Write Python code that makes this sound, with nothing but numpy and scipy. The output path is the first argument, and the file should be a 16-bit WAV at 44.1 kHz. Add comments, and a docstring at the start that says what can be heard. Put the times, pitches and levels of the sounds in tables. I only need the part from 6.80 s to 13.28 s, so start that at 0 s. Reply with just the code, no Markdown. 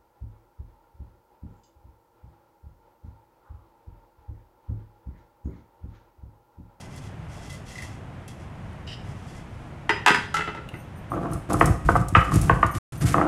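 """In a small kitchen, peppercorns and fennel seeds are brushed off a plate onto a flat grinding stone.
The plate is put down, rings and rattles to rest. Then a stone roller is pushed to and fro: it grates,
knocks on the slab, thumps the counter and cracks the seeds, while a bracelet jingles faintly.
Blows are made of fading tones and noise; trickling and grinding are made of many tiny clicks.
A low rush lies under it all, and the sound drops out for a moment near the end."""
import sys
import numpy as np
from scipy import signal
from scipy.fft import rfft, irfft
from scipy.io import wavfile
from scipy.ndimage import uniform_filter1d, minimum_filter1d

SR = 44100
rng = np.random.default_rng(int(sys.argv[2]) if len(sys.argv) > 2 else 0)


def wav_record(signal):
    """Record a signal, one row per channel, as 16-bit PCM in the file named by sys.argv[1]."""
    frames = np.transpose(np.atleast_2d(signal))
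    bounded = np.clip(frames, -1, 1)
    # unit amplitude maps onto the largest positive 16-bit level
    quanta = np.round(bounded * 32767).astype(np.int16)
    wavfile.write(sys.argv[1], SR, quanta)


N = 285629
TIME = np.arange(N) / SR
SHORT = TIME[:SR // 2]  # half a second, for one blow or echo

# Levels in the tables are relative. A fade_s is the time to fall by 60 dB.
# The tone of the background rush: pitch_hz, level_db
AIR_COLOUR = [(25, -8.5), (50, -5), (90, 2.3), (130, 1), (180, -4), (230, -9), (450, -17.5), (700, -15.5),
              (1100, -20.5), (2000, -25.5), (3000, -32), (4200, -41.5), (10000, -48.5), (14000, -60)]
# How long the room echoes: pitch_hz, fade_s
ROOM_FADES = [(100, 0.57), (500, 0.43), (1500, 0.43), (4000, 0.5), (9000, 0.43), (15000, 0.34)]
# Shelves and steel utensils that ring along: pitch_hz, level_db, fade_s
UTENSIL_TONES = [(300.2, 0, 0.7), (412, 2, 0.57), (478, -1.5, 0.3), (524, 4, .45), (947, 2, 0.3),
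                 (920, -5.5, .35), (1100, -10, .35), (1662, -6, .4), (1950, -18.5, 0.26),
                 (2530, -0.5, 0.26), (2660, -1.5, 0.5), (2700, -3, .4), (3540, 0, .45)]
# The bracelet shakes: start_s, level_db
JINGLES = [(3.93, -50), (3.97, -46), (4.00, -58), (4.15, -50), (4.19, -64), (4.30, -44), (4.40, -64.5),
           (4.51, -41), (5.89, -35), (6.17, -37)]
# The ring of its links: pitch_hz, level_db, fade_s
LINK_TONES = [(6170, -6, 0.1), (9160, 4.5, .07), (12600, 1.5, .09)]

# Fingers sweep seeds off the plate: start_s, length_s, level_db
SWEEPS = [(0.0, 0.026, -51), (0.093, 0.089, -57), (.21, 0.067, -61), (.48, 0.19, -55.5),
          (0.693, 0.051, -50.5), (0.847, 0.21, -50.5), (1.065, 0.087, -64), (1.477, 0.0095, -49),
          (1.593, 0.044, -62), (2.206, .19, -64), (2.394, 0.21, -59), (2.68, 0.18, -69)]
# The tone of trickling seeds and of the scraping plate: pitch_hz, level_db
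TRICKLE_COLOUR = [(1850, -5), (2030, 14.5), (2300, -21), (2680, 9), (2950, -5), (3300, 8.5), (3700, -3.5),
                  (5200, 2.5), (7000, -0.5), (10000, -4.5), (12500, -13), (14500, -32)]
SCRAPE_COLOUR = [(1900, -6), (2400, -13), (2700, 0), (3020, 5.5), (3500, -13), (3820, -3), (4300, -15),
                 (5000, -3), (6600, -24), (7400, -18), (10500, -33)]
# The plate creaks and ticks: start_s, level_db, pitch_hz, fade_s
CREAKS = [(.905, -45, 2000, 0.12), (.955, -34, 2010, 0.068), (.981, -29.5, 1990, 0.066),
          (1.023, -30.5, 2000, 0.039), (3.889, -31.5, 2790, 0.017)]
# The tone of a creak around its pitch: pitch_ratio, level_db
CREAK_SHAPE = [(.85, -15), (1, 9.5), (1.12, -11), (1.26, -7), (1.5, -20), (4, -20)]
# The plate lands, then rocks on its rim: start_s, level_db, treble_db, bass_db
LANDING_HITS = [(3.093, -6, -20.5, -32), (3.097, -9.5, -33.5, -7), (3.103, -20.5, -39, -30),
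                (3.262, -3, -10, -20), (3.271, -7, -32, -13), (3.281, -5, -10, -10),
                (3.304, -7.5, -19.5, -3.5), (3.346, -8.5, -11.5, -27)]
ROCKING_HITS = [(3.542, -13.5, -11.5, -22.5), (3.567, -15.5, -12.5, -32), (3.591, -18, -29, -8.5),
                (3.608, -17, -27, -24), (3.676, -21, -36, -8.5), (3.687, -27.5, -36, -7),
                (3.748, -32.5, -15, 2.5), (3.773, -29.5, -33, -7), (3.94, -31.5, -34, -4.5)]
# The ring of the plate alone, then touching the counter: pitch_hz, level_db, fade_s
PLATE_TONES = [(800, -11.5, .06), (917, 1, 0.18), (1260, -6, 0.17), (1430, -8, 0.53), (1556, 5, 0.084),
               (1650, -21, 0.18), (1730, -10, .15), (1930, 1, 0.055), (1957, -2, 0.23), (2180, -1, 0.057),
               (2580, -13.5, 0.29), (2840, -25, 0.17), (3380, -18, 0.11), (5000, -22.5, 0.24)]
ROCKING_TONES = [(159.3, -8, 0.38), (803, -12, 0.088), (1280, 1.5, 0.092), (1355.5, 4.5, 0.11),
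                 (1455, 2.5, 0.044), (1690, -18, .07), (2050, 5.5, 0.034), (2650, -2.5, 0.033),
                 (2970, -10, 0.055)]
# The tone of the crack when the plate hits: pitch_hz, level_db
PLATE_COLOUR = [(71, -55), (120, -22.5), (234, -10.5), (310, -4.5), (580, -16.5), (905, -5), (1040, -13),
                (1950, -9), (2290, -23), (2540, -14), (3950, -17), (7100, -21.5), (11100, -30),
                (15000, -57.5)]

# Seeds snap or drop on the stone: start_s, level_db
SNAPS = [(0.1616, -42), (0.728, -41), (1.0216, -45), (1.48, -41), (1.93, -58), (4.5332, -30),
         (4.7317, -24.5), (4.7985, -29.5), (4.8573, -20.5), (5.168, -34.5), (5.2138, -40), (5.284, -30),
         (5.5407, -26.5), (5.5566, -25.5), (5.6147, -22.5), (5.8638, -33.5)]
# The tone of a snap: pitch_hz, level_db
SNAP_COLOUR = [(1500, -22), (3500, -7), (6000, 3), (8500, 7.5), (11000, 5.5), (13500, -8), (16000, -17)]
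# The slab tips as the weight shifts: start_s, level_db
THUMPS = [(4.535, -27), (4.74, -21), (4.895, -13.5), (5.324, -21.5), (5.367, -14.5), (5.538, -19),
          (5.558, -10.5), (5.959, -23.5), (6.242, -16)]
# The low ring of the counter: pitch_hz, level_db, fade_s
COUNTER_TONES = [(54.3, -9, 0.45), (77, 0, 0.15), (111.2, 2, 0.14), (133, -10.5, 0.11), (161.5, -4, 0.13),
                 (320, -2.5, .04)]
# Pushes and pulls of the roller: start_s, length_s, rumble_db, grate_db, crunch_db
STROKES = [(4.309, .16, -33, -29, -62.5), (4.497, .07, -30, -39, -57), (4.687, 0.047, -29, -23.5, -45.5),
           (4.785, 0.12, -21, -30, -48), (5.043, 0.17, -20, -48, -49.5), (5.334, 0.24, -28.5, -37, -51.5),
           (5.508, 0.052, -20, -34.5, -40), (5.606, 0.093, -19.5, -38.5, -47.5),
           (5.71, 0.18, -28.5, -45, -56), (5.929, .045, -31.5, -45, -43.5), (6.097, .07, -32.5, -50, -51.5),
           (6.204, 0.12, -21.5, -37.5, -39), (6.346, 0.11, -45, -20, -59)]
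# The tone of the rolling weight, bare stone, crushed husks and grit: pitch_hz, level_db
RUMBLE_COLOUR = [(28, -32.5), (48, 3), (75, -5.5), (115, 1.5), (165, -4), (220, -14.5), (290, -14.5),
                 (400, -25.5)]
GRATE_COLOUR = [(150, -1.5), (210, 0), (300, 6), (420, -1), (560, -4.5), (700, 2.5), (950, -11.5),
                (1180, -4), (1500, -13), (2000, -28), (2800, -33)]
CRUNCH_COLOUR = [(1200, -2), (2100, -5), (3000, -10), (4200, -13), (6000, -11), (9000, -9.5),
                 (12000, -14.5), (14500, -35)]
GRIT_COLOUR = [(900, -3), (1500, 0), (2200, -2.5), (3200, -15.5), (4200, -26), (8000, -34)]
# The roller knocks on the slab: start_s, level_db, hardness_db, pitch_ratio
KNOCKS = [(4.317, -16.5, -39, 1.04), (4.337, -20, -32, 1.05), (4.457, -22.5, -32, 0.92),
          (4.523, -28, -16, 1.09), (4.558, -27.5, -37, 1.02), (4.703, -17, -34, 0.98),
          (4.743, -14, -28, 1.02), (4.811, 0.5, -9, 1.01), (5.088, -2.5, -16.5, 1.02),
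          (5.153, -6, -55, 1.04), (5.160, -8, -15.5, 1.04), (5.351, 2.5, -1.5, 1.012),
          (5.518, -17.5, -12.5, 1.0), (5.696, 0.5, -11.5, 1.013), (5.829, -1, -13, 0.98),
          (6.342, -6, -13.5, 1.02), (6.381, -9.5, -15, 1.02), (6.413, -8.5, -13.5, 1.05)]
# The ring of roller and slab: pitch_hz, level_db, fade_s
STONE_TONES = [(309, -17.5, 0.033), (476, -20, 0.042), (681.6, -15, 0.049), (858, -13.5, 0.017),
               (1086, -7.5, 0.027), (1228, 1, 0.019), (1275, -3, 0.014), (1480, -12.5, 0.029),
               (1747, -17, 0.02), (1935, -8.5, 0.018), (2270, -13, 0.005), (2543, -19, 0.025),
               (2975, -8.5, 0.0084)]


def gain(db):
    """Turn decibels into a number to multiply by."""
    return 10 ** (np.asarray(db) / 20)


def unit_power(x):
    """Scale a sound so its average power is 1."""
    return x / np.sqrt(np.mean(x ** 2))


def unit_peak(x):
    """Scale a sound so its biggest swing is 1."""
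    return x / np.max(np.abs(x))


def add(track, start_s, sound):
    """Mix a sound into a track."""
    i = max(int(start_s * SR), 0)
    track[i:i + len(sound)] += sound[:N - i]


def keep_side(x, hz, side, order=3):
    """Keep the "low" or "high" side of a pitch."""
    return signal.sosfilt(signal.butter(order, hz, side, fs=SR, output="sos"), x)


def colour(x, points):
    """Shape the tone along (pitch_hz, level_db) points, falling away past both ends."""
    hz, db = np.transpose(points)
    octave = np.log2(np.maximum(np.fft.rfftfreq(8192, 1 / SR), 1))
    outside = np.abs(octave - np.clip(octave, np.log2(hz[0]), np.log2(hz[-1])))
    curve_db = np.interp(octave, np.log2(hz), db) - 24 * np.minimum(outside, 2)
    # fold the filter so it rings only after a sound, never before
    folded = irfft(np.log(gain(curve_db)))
    folded[1:len(folded) // 2] *= 2
    folded[len(folded) // 2 + 1:] = 0
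    return signal.fftconvolve(x, irfft(np.exp(rfft(folded))))[:len(x)]


def fade(fade_s):
    """A curve that falls by 60 dB in fade_s."""
    return np.exp(-np.log(1000) * SHORT / fade_s)


def burst(fade_s):
    """A puff of noise that dies away."""
    return rng.standard_normal(len(SHORT)) * fade(fade_s)


def ring(tones, scatter_db):
    """Fading tones of a struck object; their levels vary by chance, and neighbours swing opposite ways."""
    sizes = gain(scatter_db * rng.standard_normal(len(tones))) * (-1) ** np.arange(len(tones))
    return sum(size * gain(db) * fade(fade_s) * np.sin(2 * np.pi * hz * SHORT)
               for size, (hz, db, fade_s) in zip(sizes, tones))


def waver(per_s, depth_db):
    """A gain that drifts smoothly up and down by chance."""
    hold = int(SR / per_s)
    steps = np.repeat(rng.standard_normal(N // hold + 1), hold)
    smooth = uniform_filter1d(uniform_filter1d(steps, hold), hold)[:N]
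    return gain(depth_db * unit_power(smooth))


def clicks(per_s, spread_db):
    """Tiny contacts at random moments; a spread above 0 makes some louder, below 0 softer."""
    size = gain(spread_db * np.minimum(rng.exponential(size=N), 4))
    return unit_power((rng.random(N) < per_s / SR) * size * rng.choice([-1, 1], N))


def gesture(start_s, length_s, db, rise_s, fade_s, sag_db_per_s=0):
    """The loudness of one hand movement: it swells, holds or eases off, then dies away."""
    age = np.maximum(TIME - start_s, 0)
    swell = np.sin(np.pi / 2 * np.minimum(age / rise_s, 1))
    release = np.exp(-np.log(1000) * np.clip((age - length_s) / fade_s, 0, 10))
    return swell * release * gain(db - sag_db_per_s * np.minimum(age, length_s))


def room_tone():
    """A steady low rush, like a fan, that wavers a little."""
    return unit_power(colour(rng.standard_normal(N), AIR_COLOUR)) * waver(per_s=8.2, depth_db=0.56)


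def kitchen(x, wash_db, echo_s, echo_db):
    """Add one bounce off a hard wall, a wash of echoes longest in the bass, and ringing utensils."""
    hz, fades = np.transpose(ROOM_FADES)
    octave = np.log2(np.maximum(np.fft.rfftfreq(len(SHORT), 1 / SR), 1))
    noise = rfft(rng.standard_normal(len(SHORT)))
    wash = sum(irfft(noise * np.interp(octave, np.log2(hz), band)) * fade(fade_s)
               for band, fade_s in zip(np.eye(len(hz)), fades))
    utensils = gain(-63) * ring(UTENSIL_TONES, scatter_db=4)
    build_up = 1 - np.exp(-(SHORT / .007) ** 2)  # echoes gather over about 7 ms
    response = build_up * (gain(wash_db) * wash / np.linalg.norm(wash) + utensils)
    response[int(echo_s * SR)] += gain(echo_db)
    return x + signal.fftconvolve(x, response)[:N]


def bracelet():
    """Four small links brush each other in each jingle, each at a slightly different pitch."""
    out = np.zeros(N)
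    for start_s, db in JINGLES:
        for delay, detune in rng.random((4, 2)):
            pitch = 1 + 0.11 * (detune - .5)
            tones = [(hz * pitch, tone_db, fade_s) for hz, tone_db, fade_s in LINK_TONES]
            add(out, start_s + 0.035 * delay, gain(db) * unit_peak(ring(tones, scatter_db=2)))
    return out


def seed_trickle():
    """Seeds tick across the plate in an uneven stream with each sweep of the fingers."""
    flow = sum(gesture(start_s, length_s, db, rise_s=0.32 * length_s, fade_s=0.16)
               for start_s, length_s, db in SWEEPS)
    flow *= waver(per_s=45, depth_db=2)
    return unit_power(colour(clicks(per_s=1800, spread_db=-0.5), TRICKLE_COLOUR)) * flow


def plate_scrape():
    """The plate scrapes briefly as it is taken away."""
    rasp = unit_power(colour(clicks(per_s=2500, spread_db=-1), SCRAPE_COLOUR))
    return rasp * gesture(start_s=2.066, length_s=.072, db=-43.5, rise_s=0.0092, fade_s=0.11)


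def plate_creaks():
    """The plate creaks and ticks: short rasps, each gathered around one pitch."""
    out = np.zeros(N)
    for start_s, db, hz, fade_s in CREAKS:
        shape = [(hz * ratio, level_db) for ratio, level_db in CREAK_SHAPE]
        add(out, start_s, gain(db) * unit_peak(colour(burst(fade_s), shape)))
    return out


def plate_hits(hits, tones, crack_fade_s, ring_db):
    """The plate hits the counter: each blow is a short crack plus the ring of the plate."""
    out = np.zeros(N)
    for start_s, db, treble_db, bass_db in hits:
        crack = colour(burst(crack_fade_s), PLATE_COLOUR)
        middle = unit_peak(keep_side(keep_side(crack, 1020, "high"), 2530, "low"))
        ringing = gain(ring_db) * unit_peak(ring(tones, scatter_db=3.5))
        treble = gain(treble_db) * unit_peak(keep_side(crack, 3660, "high"))
        bass = gain(bass_db) * unit_peak(keep_side(crack, 790, "low"))
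        add(out, start_s, gain(db) * (unit_peak(middle + ringing) + treble + bass))
    return out


def seed_snaps():
    """A brittle seed breaks or drops on the stone with a short, bright burst."""
    out = np.zeros(N)
    for start_s, db in SNAPS:
        add(out, start_s, gain(db) * unit_peak(colour(burst(fade_s=0.031), SNAP_COLOUR)))
    return out


def counter_thumps(settle_s, settle_db):
    """The slab rocks under the roller, settles just after each knock, and shakes the counter."""
    out = np.zeros(N)
    settles = [(start_s + settle_s, db + settle_db) for start_s, db, _, _ in KNOCKS]
    for start_s, db in list(THUMPS) + settles:
        boom = keep_side(ring(COUNTER_TONES, scatter_db=0), 450, "low")
        add(out, start_s, gain(db) * unit_peak(keep_side(boom, 44, "high", order=2)))
    return out


def roller_strokes():
    """With each stroke the rough roller rumbles, grates on the slab in little jerks and crushes husks."""
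    effort = np.zeros((3, N))
    for start_s, length_s, *levels_db in STROKES:
        push = gesture(start_s, length_s, db=0, rise_s=.025, fade_s=.25, sag_db_per_s=8.5)
        effort += np.outer(gain(levels_db), push)
    weight, sliding, crushing = effort
    rumble = unit_power(colour(clicks(per_s=560, spread_db=1), RUMBLE_COLOUR)) * weight
    grate = unit_power(colour(clicks(per_s=300, spread_db=0), GRATE_COLOUR)) * sliding
    husks = colour(clicks(per_s=1700, spread_db=2), CRUNCH_COLOUR)
    crunch = unit_power(husks * waver(per_s=90, depth_db=3)) * crushing
    return gain(-2) * rumble + gain(-1.5) * grate + gain(2.5) * crunch


def roller_knocks(travel_s, lead_s, contact_s, chatter_db, grit_db):
    """Stone hits stone, cushioned by seeds; high tones cross the slab faster, so knocks chirp down."""
    out = np.zeros(N)
    hz = np.fft.rfftfreq(len(SHORT), 1 / SR)
    chirp = np.exp(-4j * np.pi * travel_s * np.sqrt(1000 * hz))  # travel_s is the delay at 1000 Hz
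    cushion = 1 - np.exp(-(SHORT / contact_s) ** 2)
    for start_s, db, hardness_db, pitch in KNOCKS:
        # the pitted faces touch at many points, so each knock has its own tone
        chatter = burst(fade_s=0.022)
        contact = 1 + gain(chatter_db) * rfft(chatter / np.linalg.norm(chatter))
        tones = [(tone_hz * pitch, tone_db, fade_s) for tone_hz, tone_db, fade_s in STONE_TONES]
        body = irfft(rfft(ring(tones, scatter_db=2) * cushion) * contact * chirp)
        dull = keep_side(keep_side(body, 1220, "low", order=5), 380, "high", order=1)
        top_hz = 2900 * gain(0.37 * hardness_db)  # a harder knock reaches higher
        sharp = keep_side(keep_side(body, 1780, "high", order=4), top_hz, "low")
        knock = unit_peak(dull) + gain(hardness_db) * unit_peak(sharp)
        add(out, start_s - lead_s, gain(db) * knock)
        # grit crushed between the faces rasps for a moment
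        grit = colour(burst(fade_s=0.17), GRIT_COLOUR)
        add(out, start_s, gain(db + hardness_db + grit_db) * unit_peak(grit))
    return out


def scene():
    """Mix everything into one channel; the plate gets more room echo than the nearby stone."""
    landing = gain(-1) * plate_hits(LANDING_HITS, PLATE_TONES, crack_fade_s=0.034, ring_db=-8)
    rocking = gain(1.5) * plate_hits(ROCKING_HITS, ROCKING_TONES, crack_fade_s=0.06, ring_db=3.5)
    plate = kitchen(landing + rocking, wash_db=-3.5, echo_s=0.012, echo_db=-6.5)
    knocks = roller_knocks(travel_s=0.00238, lead_s=0.003147, contact_s=0.0012,
                           chatter_db=-7, grit_db=-9.5)
    stone = kitchen(gain(0.5) * knocks, wash_db=-7, echo_s=0.015, echo_db=-16.5)
    pouring = gain(1) * seed_trickle() + plate_scrape() + plate_creaks()
    grinding = gain(3) * seed_snaps() + roller_strokes()
    jingling = gain(-5.5) * bracelet()
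    handwork = kitchen(pouring + grinding + jingling, wash_db=-6, echo_s=.006, echo_db=-10.5)
    thumps = gain(3) * counter_thumps(settle_s=0.01508, settle_db=-18.5)
    return (plate + stone + handwork + thumps + gain(-39) * room_tone())[None]


def record(dry):
    """Turn the loudest peaks down quickly, let the sound drop out once, and cut the highest treble."""
    ceiling, top_hz = .92, 15800
    gap_start_s, gap_end_s = 5.985, 6.122
    allowed = minimum_filter1d(ceiling / np.maximum(np.abs(dry), ceiling), size=81)
    limiter = uniform_filter1d(uniform_filter1d(allowed, size=41), size=41)
    sound_on = uniform_filter1d(1. * ((TIME < gap_start_s) | (TIME > gap_end_s)), size=64)
    treble_cut = signal.ellip(8, .2, 70, top_hz, fs=SR, output="sos")
    return signal.sosfilt(treble_cut, dry * limiter * sound_on)


dry = scene()
out = record(dry)
wav_record(out)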